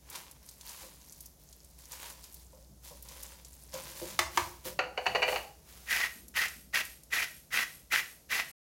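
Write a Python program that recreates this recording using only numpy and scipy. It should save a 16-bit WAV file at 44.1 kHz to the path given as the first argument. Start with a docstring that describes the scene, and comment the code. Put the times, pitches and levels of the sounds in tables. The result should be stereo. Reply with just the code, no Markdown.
"""A hand in a thin plastic glove tosses wet greens in a wok: shaped streams of clicks, filtered and snapped.
The wok judders when nudged (resonated slips), then knocks twice on the stove; a jar is put down and rocks
to rest. Both are noise cracks plus decaying modes. A salt shaker is shaken seven times: clicks through its
hollow, then grains pattering into the wok. Filtered noise and a mains hum lie beneath a small kitchen."""
import sys
import numpy as np
from scipy import signal
from scipy.fft import rfft, irfft
from scipy.io import wavfile
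from scipy.ndimage import uniform_filter1d

SR = 44100
rng = np.random.default_rng(int(sys.argv[2]) if len(sys.argv) > 2 else 0)


def store_pcm(level_fs):
    """Save levels as 16-bit WAV."""
    pcm = np.round(np.clip(level_fs, -1, 1) * 32767).astype(np.int16)
    wavfile.write(sys.argv[1], SR, np.atleast_2d(pcm).T)


N = 387198
T = np.arange(N) / SR


# hand sweeps greens across the wok: [start_s, rise_s, hold_s, crinkle_db, rub_db, wok_hum_db]
HAND_SWEEPS = [(0.057, 0.077, 0.017, -46, -46, -65), (0.571, 0.12, 0.13, -46, -52, -71),
               (1.878, 0.053, .15, -47, -51, -65.5), (2.809, 0.033, 0.056, -49.5, -59.5, -73),
               (3.0, 0.098, 0.18, -51, -56, -65), (3.718, 0.022, 0.018, -47.5, -49.5, -61.5),
               (3.659, 0.37, 0.095, -44, -49.5, -58)]
SWEEP_RELEASE_DB_PER_S = 92.5
GRIP_DB, GRIP_PER_S = 1.86, 35


def sweeping():
    """Crinkle, rub and wok hum share each sweep and a grip that tightens and slips, so they cluster."""
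    gains = 0
    for start_s, rise_s, hold_s, *levels_db in HAND_SWEEPS:
        gains = gains + amp(levels_db)[:, None] * stroke(start_s, rise_s, hold_s, SWEEP_RELEASE_DB_PER_S)
    return amp(GRIP_DB * lumps(per_s=GRIP_PER_S)) * gains


# a handful is lifted and unsticks: [start_s, hold_s, level_db]
LIFTS = [(0.416, 0.098, -55), (0.99, 0.25, -55), (1.382, 0.42, -61.5), (1.778, 0.067, -54),
         (2.196, 0.21, -54.5), (2.496, 0.12, -63.5), (3.44, 0.38, -57.5)]
LIFT_RISE_S, LIFT_RELEASE_DB_PER_S = 0.014, 198


def lifting():
    """Gain of the lifts: quick rise, hold and fast release."""
    return sum(amp(level_db) * stroke(start_s, LIFT_RISE_S, hold_s, LIFT_RELEASE_DB_PER_S)
               for start_s, hold_s, level_db in LIFTS)


POPS_PER_S, POP_SPREAD_DB = 22, 3.5  # at each pitch


def unsticking_pops():
    """Leaves unstick in sparse little pops at eight pitches."""
    pops = 0
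    for hz in np.geomspace(4500, 14000, 8):
        clicks = grains(per_s=POPS_PER_S, spread_db=POP_SPREAD_DB)
        pops = pops + resonate_twice(clicks, hz, hz / 3)
    return evened(pops)


# spectrum of glove film and stems: [freq_hz, density_db]
FILM_COLOUR = [(100, -22), (1500, -17), (2800, -5.5), (4200, 1), (7000, 2.5), (8500, -0.5), (11000, 1.5),
               (16000, -2)]
POPS_LIFTED, POPS_DRAGGED = 0.57, 0.14  # power share of the crinkle


def crinkle(crinkling, lift):
    """Film and leaves crackle finely; lifting gives more pops, dragging drowns them."""
    film = colour(grains(per_s=2000, spread_db=2.5), FILM_COLOUR)
    film_gain = np.sqrt((1 - POPS_DRAGGED) * crinkling ** 2 + (1 - POPS_LIFTED) * lift ** 2)
    pop_gain = np.sqrt(POPS_DRAGGED * crinkling ** 2 + POPS_LIFTED * lift ** 2)
    return film * film_gain + unsticking_pops() * pop_gain


# spectrum of leaves dragged over the pan: [freq_hz, density_db]
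RUB_COLOUR = [(100, -23), (400, -5), (700, -3.5), (960, 8.5), (1250, 0), (2200, 2.5), (3500, 1.5),
              (6000, -4.5), (16000, -21)]


def rub(rubbing, lift):
    """Leaves dragged over the pan give a lower rub, with a little in each lift."""
    return colour(grains(per_s=1100, spread_db=3.0), RUB_COLOUR) * np.hypot(rubbing, amp(-13) * lift)


# later handling rustles, three strong, two faint: [start_s, rise_s, hold_s, level_db, release_db_per_s]
HANDLINGS = [(4.287, 0.074, .03, -41, 83), (4.641, 0.013, 0.023, -37.5, 300),
             (4.955, 0.089, .16, -53.5, 103), (5.251, 0.044, 0.038, -40, 109.5),
             (5.619, 0.078, 0.25, -53, 100)]
# their spectrum: [freq_hz, density_db]
RUSTLE_COLOUR = [(100, -1.5), (900, -2.5), (2000, -1.5), (6500, -0.5), (8500, -2.5), (11000, -1),
                 (16000, -2.5)]


def rustle():
    """Dense fine clicks of later handling."""
    handling = sum(amp(level_db) * stroke(start_s, rise_s, hold_s, release_db_per_s)
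                   for start_s, rise_s, hold_s, level_db, release_db_per_s in HANDLINGS)
    return colour(grains(per_s=15000, spread_db=5.0), RUSTLE_COLOUR) * handling


# loudest snaps of film and stems: [start_s, level_db (before the offset), centre_hz]
FILM_SNAPS = [(.1002, -35.5, 12100), (.155, -32.5, 5430), (.3123, -40.5, 11300), (0.4887, -38, 7100),
              (0.6107, -39, 4700), (.6926, -35.5, 7010), (1.1233, -39, 9110), (1.2061, -36.5, 11400),
              (1.259, -39, 13500), (1.5274, -43.5, 5750), (1.6456, -47, 9110), (1.919, -34, 8270),
              (2.1005, -38.5, 10100), (2.2405, -38.5, 6050), (2.3428, -37.5, 14300), (3.025, -36.5, 15400),
              (3.0865, -38, 7030), (3.232, -32.5, 10800), (3.448, -40, 6150), (3.5387, -47, 10700),
              (3.7395, -32, 3870), (6.2823, -39.5, 11500), (6.483, -32.5, 6110), (6.851, -34.5, 11400),
              (7.034, -44, 10050)]
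SNAP_OFFSET_DB = 18.5


def snaps():
    """A crease pops or a stem breaks: a short bright tick."""
    out = np.zeros((2, N))
    for start_s, level_db, centre_hz in FILM_SNAPS:
        tick = resonate(colour(burst(decay_s=0.041), FILM_COLOUR), centre_hz, width_hz=6800)
        add(out, start_s, amp(level_db + SNAP_OFFSET_DB) * unit(tick))
    return out


# resonances of the wok on its stand: [freq_hz, width_hz (half that of each filter pass), level_db]
HELD_WOK_MODES = [(347, 39, -1.5), (538, 51, 4), (964, 79, -7.5)]


def judder(low_db, size):
    """Small slips on the stand hum in the wok's lowest resonances."""
    slips = grains(per_s=1500, spread_db=1.0, size=size)
    low, *upper = (amp(level_db) * resonate_twice(slips, freq_hz, 2 * width_hz)
                   for freq_hz, width_hz, level_db in HELD_WOK_MODES)
    return evened(amp(low_db) * low + sum(upper))


# wok nudged on its stand: [start_s, level_db, length_s, lowest_mode_db]
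NUDGES = [(0.824, -57.5, 0.056, -1.5), (2.528, -58.5, .08, -5), (2.905, -51, 0.038, -13),
          (3.733, -44, .052, -7.5), (4.012, -40.5, 0.044, 8.5), (4.648, -43.5, 0.069, 1)]


def pushes(humming):
    """The wok judders under each sweep and nudge."""
    out = humming * judder(low_db=-2.5, size=N)
    for start_s, level_db, length_s, low_db in NUDGES:
        add(out, start_s, shove(level_db, length_s) * judder(low_db, size=SR // 2))
    return out


# wok meets the stove: [start_s, level_db, tilt_db_per_octave, struck_spot_hz]
WOK_KNOCKS = [(4.1908, 7.999, 2.2, 2010), (4.3739, 7.495, 0.5, 975)]
# crack spectrum: [freq_hz, density_db]
KNOCK_COLOUR = [(30, -30.5), (250, -37.5), (600, -7.5), (1000, 6), (1400, -2.5), (2200, -1), (2700, -9),
                (4200, -12), (6300, -12), (8500, -20.5), (16000, -29)]
# ringing modes of the wok: [freq_hz, level_db, t60_s]
WOK_MODES = [(350, 1, .24), (538, -8, .2), (635, -3, .13), (942, -2, .17), (1020, 0, .1), (1290, -8, .16),
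             (1572, -6, .14), (1775, -6, .16), (2143, -3, .22), (2955, -5, .09)]


def wok_knocks():
    """The wok hits the stove: a crack and a faint ring."""
    return blows(WOK_KNOCKS, KNOCK_COLOUR, WOK_MODES, crack_s=0.034, ring_db=-12.5, spot_db=-16.0)


# other dull bumps: [start_s, level_db, length_s, centre_hz]
DULL_BUMPS = [(2.692, -59.5, 0.073, 139), (5.07, -50.5, 0.13, 141), (6.149, -60.5, .2, 223),
              (6.551, -63.5, 0.29, 200)]
NUDGE_BUMP_DB, NUDGE_BUMP_S, NUDGE_BUMP_HZ = -14, 0.22, 149.4  # dB re the nudge
KNOCK_BUMP_DB, KNOCK_BUMP_S, KNOCK_BUMP_HZ = -59.5, 0.12, 79.5  # dB re the knock


def worktop_bumps():
    """Each nudge and knock bumps the worktop, as do a few other thumps: low resonated noise."""
    out = np.zeros((2, N))
    nudged = [(s, db + NUDGE_BUMP_DB, NUDGE_BUMP_S, NUDGE_BUMP_HZ) for s, db, *_ in NUDGES]
    knocked = [(s, db + KNOCK_BUMP_DB, KNOCK_BUMP_S, KNOCK_BUMP_HZ) for s, db, *_ in WOK_KNOCKS]
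    for start_s, level_db, length_s, hz in DULL_BUMPS + nudged + knocked:
        thump = evened(resonate_twice(diffuse(size=SR // 2), hz, hz * 0.71))
        add(out, start_s, shove(level_db, length_s) * thump)
    return out


# jar lands and rocks: [start_s, level_db, tilt_db_per_octave, counter_hz, rim_db (re level_db)]
JAR_ROCKS = [(4.7902, 5, -0.5, 1400, -52), (4.9762, -1, -1, 730, -20), (5.0645, 4.5, 1, 700, -12),
             (5.1555, 3, 0, 700, -2.5), (5.2266, 6, 0.8, 2350, -7), (5.286, -1.5, .5, 600, -0.5),
             (5.324, -2, -2.5, 810, -23), (5.3595, -0.5, 1.5, 830, -11)]
# crack spectrum: [freq_hz, density_db]
CLACK_COLOUR = [(30, -50), (260, -23), (400, -4), (750, 0), (1100, -4), (1600, -4), (2880, 1), (3280, -19),
                (4000, -16), (4480, -5), (5000, -23), (6500, -21), (8000, -33), (16000, -46)]
# ringing modes of the jar: [freq_hz, level_db, t60_s]
JAR_MODES = [(418, -8, 0.26), (505, -4.5, 0.31), (598, -11, .18), (745.7, 3, 0.16), (808, -0.5, .22),
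             (966, -4.5, 0.2), (1924, 4, 0.096), (2374, -7, .14), (2460, -6, 0.1), (2840, -6, 0.094),
             (2930, 6, 0.09), (4420, -21, .14), (4510, -2.5, .12), (6450, -30, .25)]
RIM_LEAD_S = 0.0065


def jar_rocks():
    """At each rock the jar's rim touches first and its base follows."""
    rims = [(start_s - RIM_LEAD_S, level_db + rim_db, tilt_db, hz)
            for start_s, level_db, tilt_db, hz, rim_db in JAR_ROCKS]
    bases = [row[:4] for row in JAR_ROCKS]
    return blows(rims + bases, CLACK_COLOUR, JAR_MODES, crack_s=0.061, ring_db=-5.5, spot_db=-7.0)


# spectrum of salt against the cap: [freq_hz, density_db]
SALT_COLOUR = [(40, -29), (330, -19), (520, -15.5), (900, -12), (1500, -4), (2700, -2.5), (3500, -7.5),
               (5500, -12.5), (8400, -24.5), (16000, -30.5)]


def salt_crash(size):
    """Salt strikes the cap in lumps: clicks of fluctuating level."""
    clicks = grains(per_s=1800, spread_db=2.5, size=size)
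    return colour(clicks * amp(4.1 * lumps(per_s=110.6, size=size)), SALT_COLOUR)


# hollow of the shaker: [freq_hz, width_hz, level_db]
HOLLOW_MODES = [(1570, 240, -7.5), (1877, 47, -1.5), (1990, 61, 0.5), (2380, 190, -4), (2710, 220, -11.5)]
# spectrum of fine grains in the holes: [freq_hz, density_db]
FIZZ_COLOUR = [(300, -18.5), (2000, -5.5), (4500, 3.5), (6500, 3.5), (8400, -3), (11000, 2), (16000, -4.5)]


def shaken_salt(size):
    """Lumps ring the hollow while fine grains fizz through the holes."""
    # the load shifts inside, so each resonance gets its own crash and flares alone
    hollow = evened(sum(amp(level_db) * evened(resonate(salt_crash(size), freq_hz, width_hz))
                        for freq_hz, width_hz, level_db in HOLLOW_MODES))
    fizz = colour(grains(per_s=9000, spread_db=3.5, size=size), FIZZ_COLOUR)
    return amp(-4.0) * hollow + amp(-6.0) * evened(salt_crash(size)) + amp(-8.5) * fizz


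# wok resonances rung by grains: [freq_hz, width_hz (of each filter pass), level_db]
PING_MODES = [(8600, 480, -5), (11360, 370, 2.5)]
# spectrum of landing grains: [freq_hz, density_db]
PATTER_COLOUR = [(200, -7), (1000, -11), (2200, 1), (9500, 3.5), (16000, 3)]
LANDING_RING_DB = -57


def landing_salt(t):
    """Grains patter into the wok and ring it unevenly, dying away after 90 ms."""
    salt = grains(per_s=1500, spread_db=0.0, size=len(t))
    pings = evened(sum(amp(level_db) * resonate_twice(salt, freq_hz, width_hz)
                       for freq_hz, width_hz, level_db in PING_MODES))
    ring_gain = amp(LANDING_RING_DB + 2.6 * lumps(per_s=46, size=len(t)))
    envelope = np.minimum(t / 0.013, 1) * amp(-140 * np.maximum(t - 0.09, 0))
    return envelope * (amp(-51.0) * colour(salt, PATTER_COLOUR) + ring_gain * pings)


# strokes of the shaker: [start_s, length_s, level_db, droop_db]
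SHAKER_STROKES = [(5.863, 0.2, -25, 6.5), (6.34, .12, -25, 6), (6.727, .079, -24.5, 5),
                  (7.103, .14, -26, 4.5), (7.505, 0.13, -25.5, 4), (7.902, .1, -24.5, 3.5),
                  (8.29, 0.12, -25, 6.5)]
# biggest clumps striking the cap: [start_s, level_db (before the offset)]
CAP_CLUMPS = [(5.908, -3), (6.381, -5), (6.757, 5), (7.573, 0), (7.589, 0.5), (7.922, -3.5), (7.959, 3.5),
              (8.399, -2)]
SHAKE_RISE = 0.23  # share of a stroke at which the flow peaks
SMALL_CLUMP_DB, CLUMP_OFFSET_DB = -6, -2
LANDING_DELAY_S = 0.023


def shaker():
    """Each stroke drives salt at the cap; grains land just after it and clumps crack on the cap."""
    out, t = np.zeros((2, N)), T[:SR // 2]
    for start_s, length_s, level_db, droop_db in SHAKER_STROKES:
        flow_s = [0, SHAKE_RISE * length_s, length_s, length_s + 0.036, 0.5]
        flow_db = level_db + np.interp(t, flow_s, [-27, 0, -droop_db, -32, -90])
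        add(out, start_s, amp(flow_db) * shaken_salt(len(t)))
        add(out, start_s + length_s + LANDING_DELAY_S, landing_salt(t))
    # one small clump falls anywhere in the body of each stroke
    small = [(start_s + length_s * rng.uniform(0.2, 0.9), SMALL_CLUMP_DB)
             for start_s, length_s, *_ in SHAKER_STROKES]
    for start_s, level_db in CAP_CLUMPS + small:
        crack = colour(burst(decay_s=0.018), SALT_COLOUR)
        clump = resonate(crack, hz=rng.uniform(1770, 2570), width_hz=880)
        add(out, start_s, amp(level_db + CLUMP_OFFSET_DB) * unit(clump))
    return out


# hum breakpoints: [time_s, level_db (before the channel offsets)]
HUM_LEVELS = [(0, -66), (2, -59.5), (3.2, -54.5), (4.5, -60), (6.5, -58.5), (8.5, -73)]
# spectrum of rumble and hiss: [freq_hz, density_db]
FLOOR_COLOUR = [(15, -40.5), (32, -10), (62, 2), (107, -10.5), (150, -3), (210, -11), (420, -15.5),
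                (610, -15), (1150, -25.5), (2670, -30), (6400, -20.5), (8000, -25), (11400, -23),
                (16000, -27.5)]
FLOOR_DB, MAINS_HZ = -59.5, 60


def background():
    """Low room rumble, a little hiss and an appliance's mains hum that swells and fades."""
    hum = amp(np.interp(T, *np.transpose(HUM_LEVELS))) * np.sin(2 * np.pi * MAINS_HZ * T)
    floor = amp(FLOOR_DB) * evened(colour(diffuse(size=N), FLOOR_COLOUR))
    return floor + hum * amp([[1.5], [-1.5]])


def blows(rows, spectrum, modes, crack_s, ring_db, spot_db):
    """Each blow gives a crack, a struck-spot resonance and the object's modes in varied shares."""
    out, t = np.zeros((2, N)), T[:SR // 2]
    for start_s, level_db, tilt_db, spot_hz in rows:
        crack = colour(burst(crack_s), spectrum, tilt_db)
        spot = unit(resonate(crack, spot_hz, spot_hz / 14))
        add(out, start_s, amp(level_db) * unit(unit(crack) + amp(spot_db) * spot))
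        ring = 0
        for hz, mode_db, t60_s in modes:
            # the two channels' phases drift apart with pitch
            phase = rng.uniform(0, 2 * np.pi) + rng.normal(0, min(hz / 1500, 2), (2, 1))
            share_db = mode_db + rng.normal(0, 0.67) + tilt_db * np.log2(hz / 1000)
            ring = ring + amp(share_db - 60 * t / t60_s) * np.sin(2 * np.pi * hz * t + phase)
        add(out, start_s, amp(level_db + ring_db) * unit(ring * np.minimum(t / 0.0025, 1)))
    return out


def burst(decay_s, size=4096):
    """A crowd of heavily damped modes: a dense crack of evened spectrum, softly clipped."""
    z = rfft(diffuse(size=size) * amp(-60 * T[:size] / decay_s))
    flat = z / np.sqrt(uniform_filter1d(abs(z) ** 2, size // 64, axis=1))
    crack = unit(irfft(flat) * amp(-20 * T[:size] / decay_s))
    return unit(np.tanh(2 * crack / abs(crack).max()))


def grains(per_s, spread_db, size=N):
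    """Random clicks of uneven size, each with its own delay and level between channels."""
    at = np.flatnonzero(rng.random(size) < per_s / SR)
    height_db = spread_db * np.minimum(rng.exponential(1, len(at)), 4)
    height = amp(height_db) * rng.choice([-1, 1], len(at))
    lag_samples = rng.normal(0, 5, len(at)).round().astype(int)
    side_db = rng.normal(0, 2, len(at))
    out = np.zeros((2, size))
    out[0, at] = height * amp(side_db)
    out[1, np.clip(at + lag_samples, 0, size - 1)] = height * amp(-side_db)
    return evened(out)


def lumps(per_s, size=N):
    """Random normal levels, per_s a second, joined by straight lines."""
    knots = rng.standard_normal(size // 20 + 2)
    return np.interp(T[:size] * per_s, np.arange(len(knots)), knots)


def shove(level_db, length_s):
    """A force that builds quickly and lets go."""
    u = T[:SR // 2] / length_s
    return amp(level_db) * np.minimum(u / 0.043, 1) * np.exp(-u ** 2)


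SWELL_DB, SAG_DB_PER_S = 20, 3


def stroke(start_s, rise_s, hold_s, release_db_per_s):
    """Gain of one hand movement: it swells, sags while held and dies away."""
    t = T - start_s - rise_s
    swell_db = SWELL_DB * np.minimum(t / rise_s, 0)
    sag_db = SAG_DB_PER_S * np.clip(t, 0, hold_s)
    return amp(swell_db - sag_db - release_db_per_s * np.maximum(t - hold_s, 0))


# left-right likeness: [freq_hz, correlation]
CHANNEL_LIKENESS = [(60, .88), (300, 0.83), (640, 0.36), (1400, 0), (3000, 0.054), (16000, 0.19)]


def diffuse(size):
    """Two-channel noise: alike in the bass, mostly unrelated in the treble."""
    left, other = rfft(rng.standard_normal((2, size)))
    same = np.clip(read(CHANNEL_LIKENESS, np.fft.rfftfreq(size, 1 / SR)), -1, 1)
    return irfft([left, same * left + np.sqrt(1 - same ** 2) * other], size)


# kitchen reverberation: [freq_hz, t60_s]
KITCHEN_DECAY = [(100, 0.64), (600, 0.43), (2000, 0.32), (6000, 0.38), (16000, 0.36)]


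def room(x, wet_db):
    """Direct sound plus the kitchen's tail, each band dying at its own speed."""
    hz, t, z = signal.stft(diffuse(size=SR // 2), SR, nperseg=256)
    decay = amp(-60 * t / read(KITCHEN_DECAY, hz)[:, None])
    tail = signal.istft(z * decay, SR, nperseg=256)[1]
    tail *= np.clip((T[:tail.shape[1]] - 0.002) / 0.004, 0, 1)
    return x + amp(wet_db) * convolve(x, unit(tail))


def colour(x, points, tilt_db=0, size=2048):
    """Causal minimum-phase filter of unit energy; tilt in dB per octave."""
    hz = abs(np.fft.fftfreq(size, 1 / SR))
    log_gain = np.log(amp(read(points, hz) + tilt_db * np.log2((hz + 200) / 1500)))
    response = np.fft.ifft(np.exp(np.conj(signal.hilbert(log_gain)))).real
    return convolve(x, unit(response))


def resonate(x, hz, width_hz):
    """One damped resonance."""
    return signal.lfilter(*signal.iirpeak(hz, hz / width_hz, SR), x)


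def resonate_twice(x, hz, width_hz):
    """The same resonance in series, for steeper skirts."""
    return resonate(resonate(x, hz, width_hz), hz, width_hz)


def convolve(x, response):
    """Each channel through the response, cut to the input length."""
    return signal.fftconvolve(x, np.atleast_2d(response), axes=1)[:, :x.shape[1]]


def read(points, hz):
    """Table value at hz, interpolated on log frequency."""
    f, value = np.transpose(points)
    return np.interp(np.log(hz + 1), np.log(f + 1), value)


def add(mix, start_s, sound):
    """Mix in a sound at start_s, cut at the end."""
    part = mix[:, round(start_s * SR):][:, :sound.shape[-1]]
    part += sound[..., :part.shape[1]]


def amp(db):
    """Decibels to amplitude."""
    return 10 ** (np.asarray(db) / 20)


def evened(x):
    """RMS 1 over both channels."""
    return x / np.sqrt(np.mean(x ** 2) + 1e-20)


def unit(x):
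    """Energy 1 per channel."""
    return x / np.sqrt(np.sum(x ** 2, -1, keepdims=True) + 1e-20)


def scene():
    """Hand slightly left, salt slightly left, wok and jar knocks with more room, over the background."""
    crinkling, rubbing, humming = sweeping()
    lift = lifting()
    greens = crinkle(crinkling, lift) + rub(rubbing, lift) + rustle()
    hand = room(greens + snaps() + pushes(humming) + worktop_bumps(), wet_db=-8.5)
    knocks = room(wok_knocks() + jar_rocks(), wet_db=-4.5)
    salt = room(shaker(), wet_db=-7.5)
    return hand * amp([[1.1], [-1.1]]) + knocks + salt * amp([[0.8], [-0.8]]) + background()


STOP_S, FADE_S, EDGE_HZ = 8.517, 0.006, 16050


def record(dry):
    """A very short fade to silence at STOP_S, then a low-pass at EDGE_HZ."""
    live = np.clip((STOP_S - T) / FADE_S, 0, 1)
    low_pass = signal.firwin(511, EDGE_HZ, window=("kaiser", 9), fs=SR)
    return signal.oaconvolve(dry * live, low_pass[None], "same")


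dry = scene()
out = record(dry)
store_pcm(out)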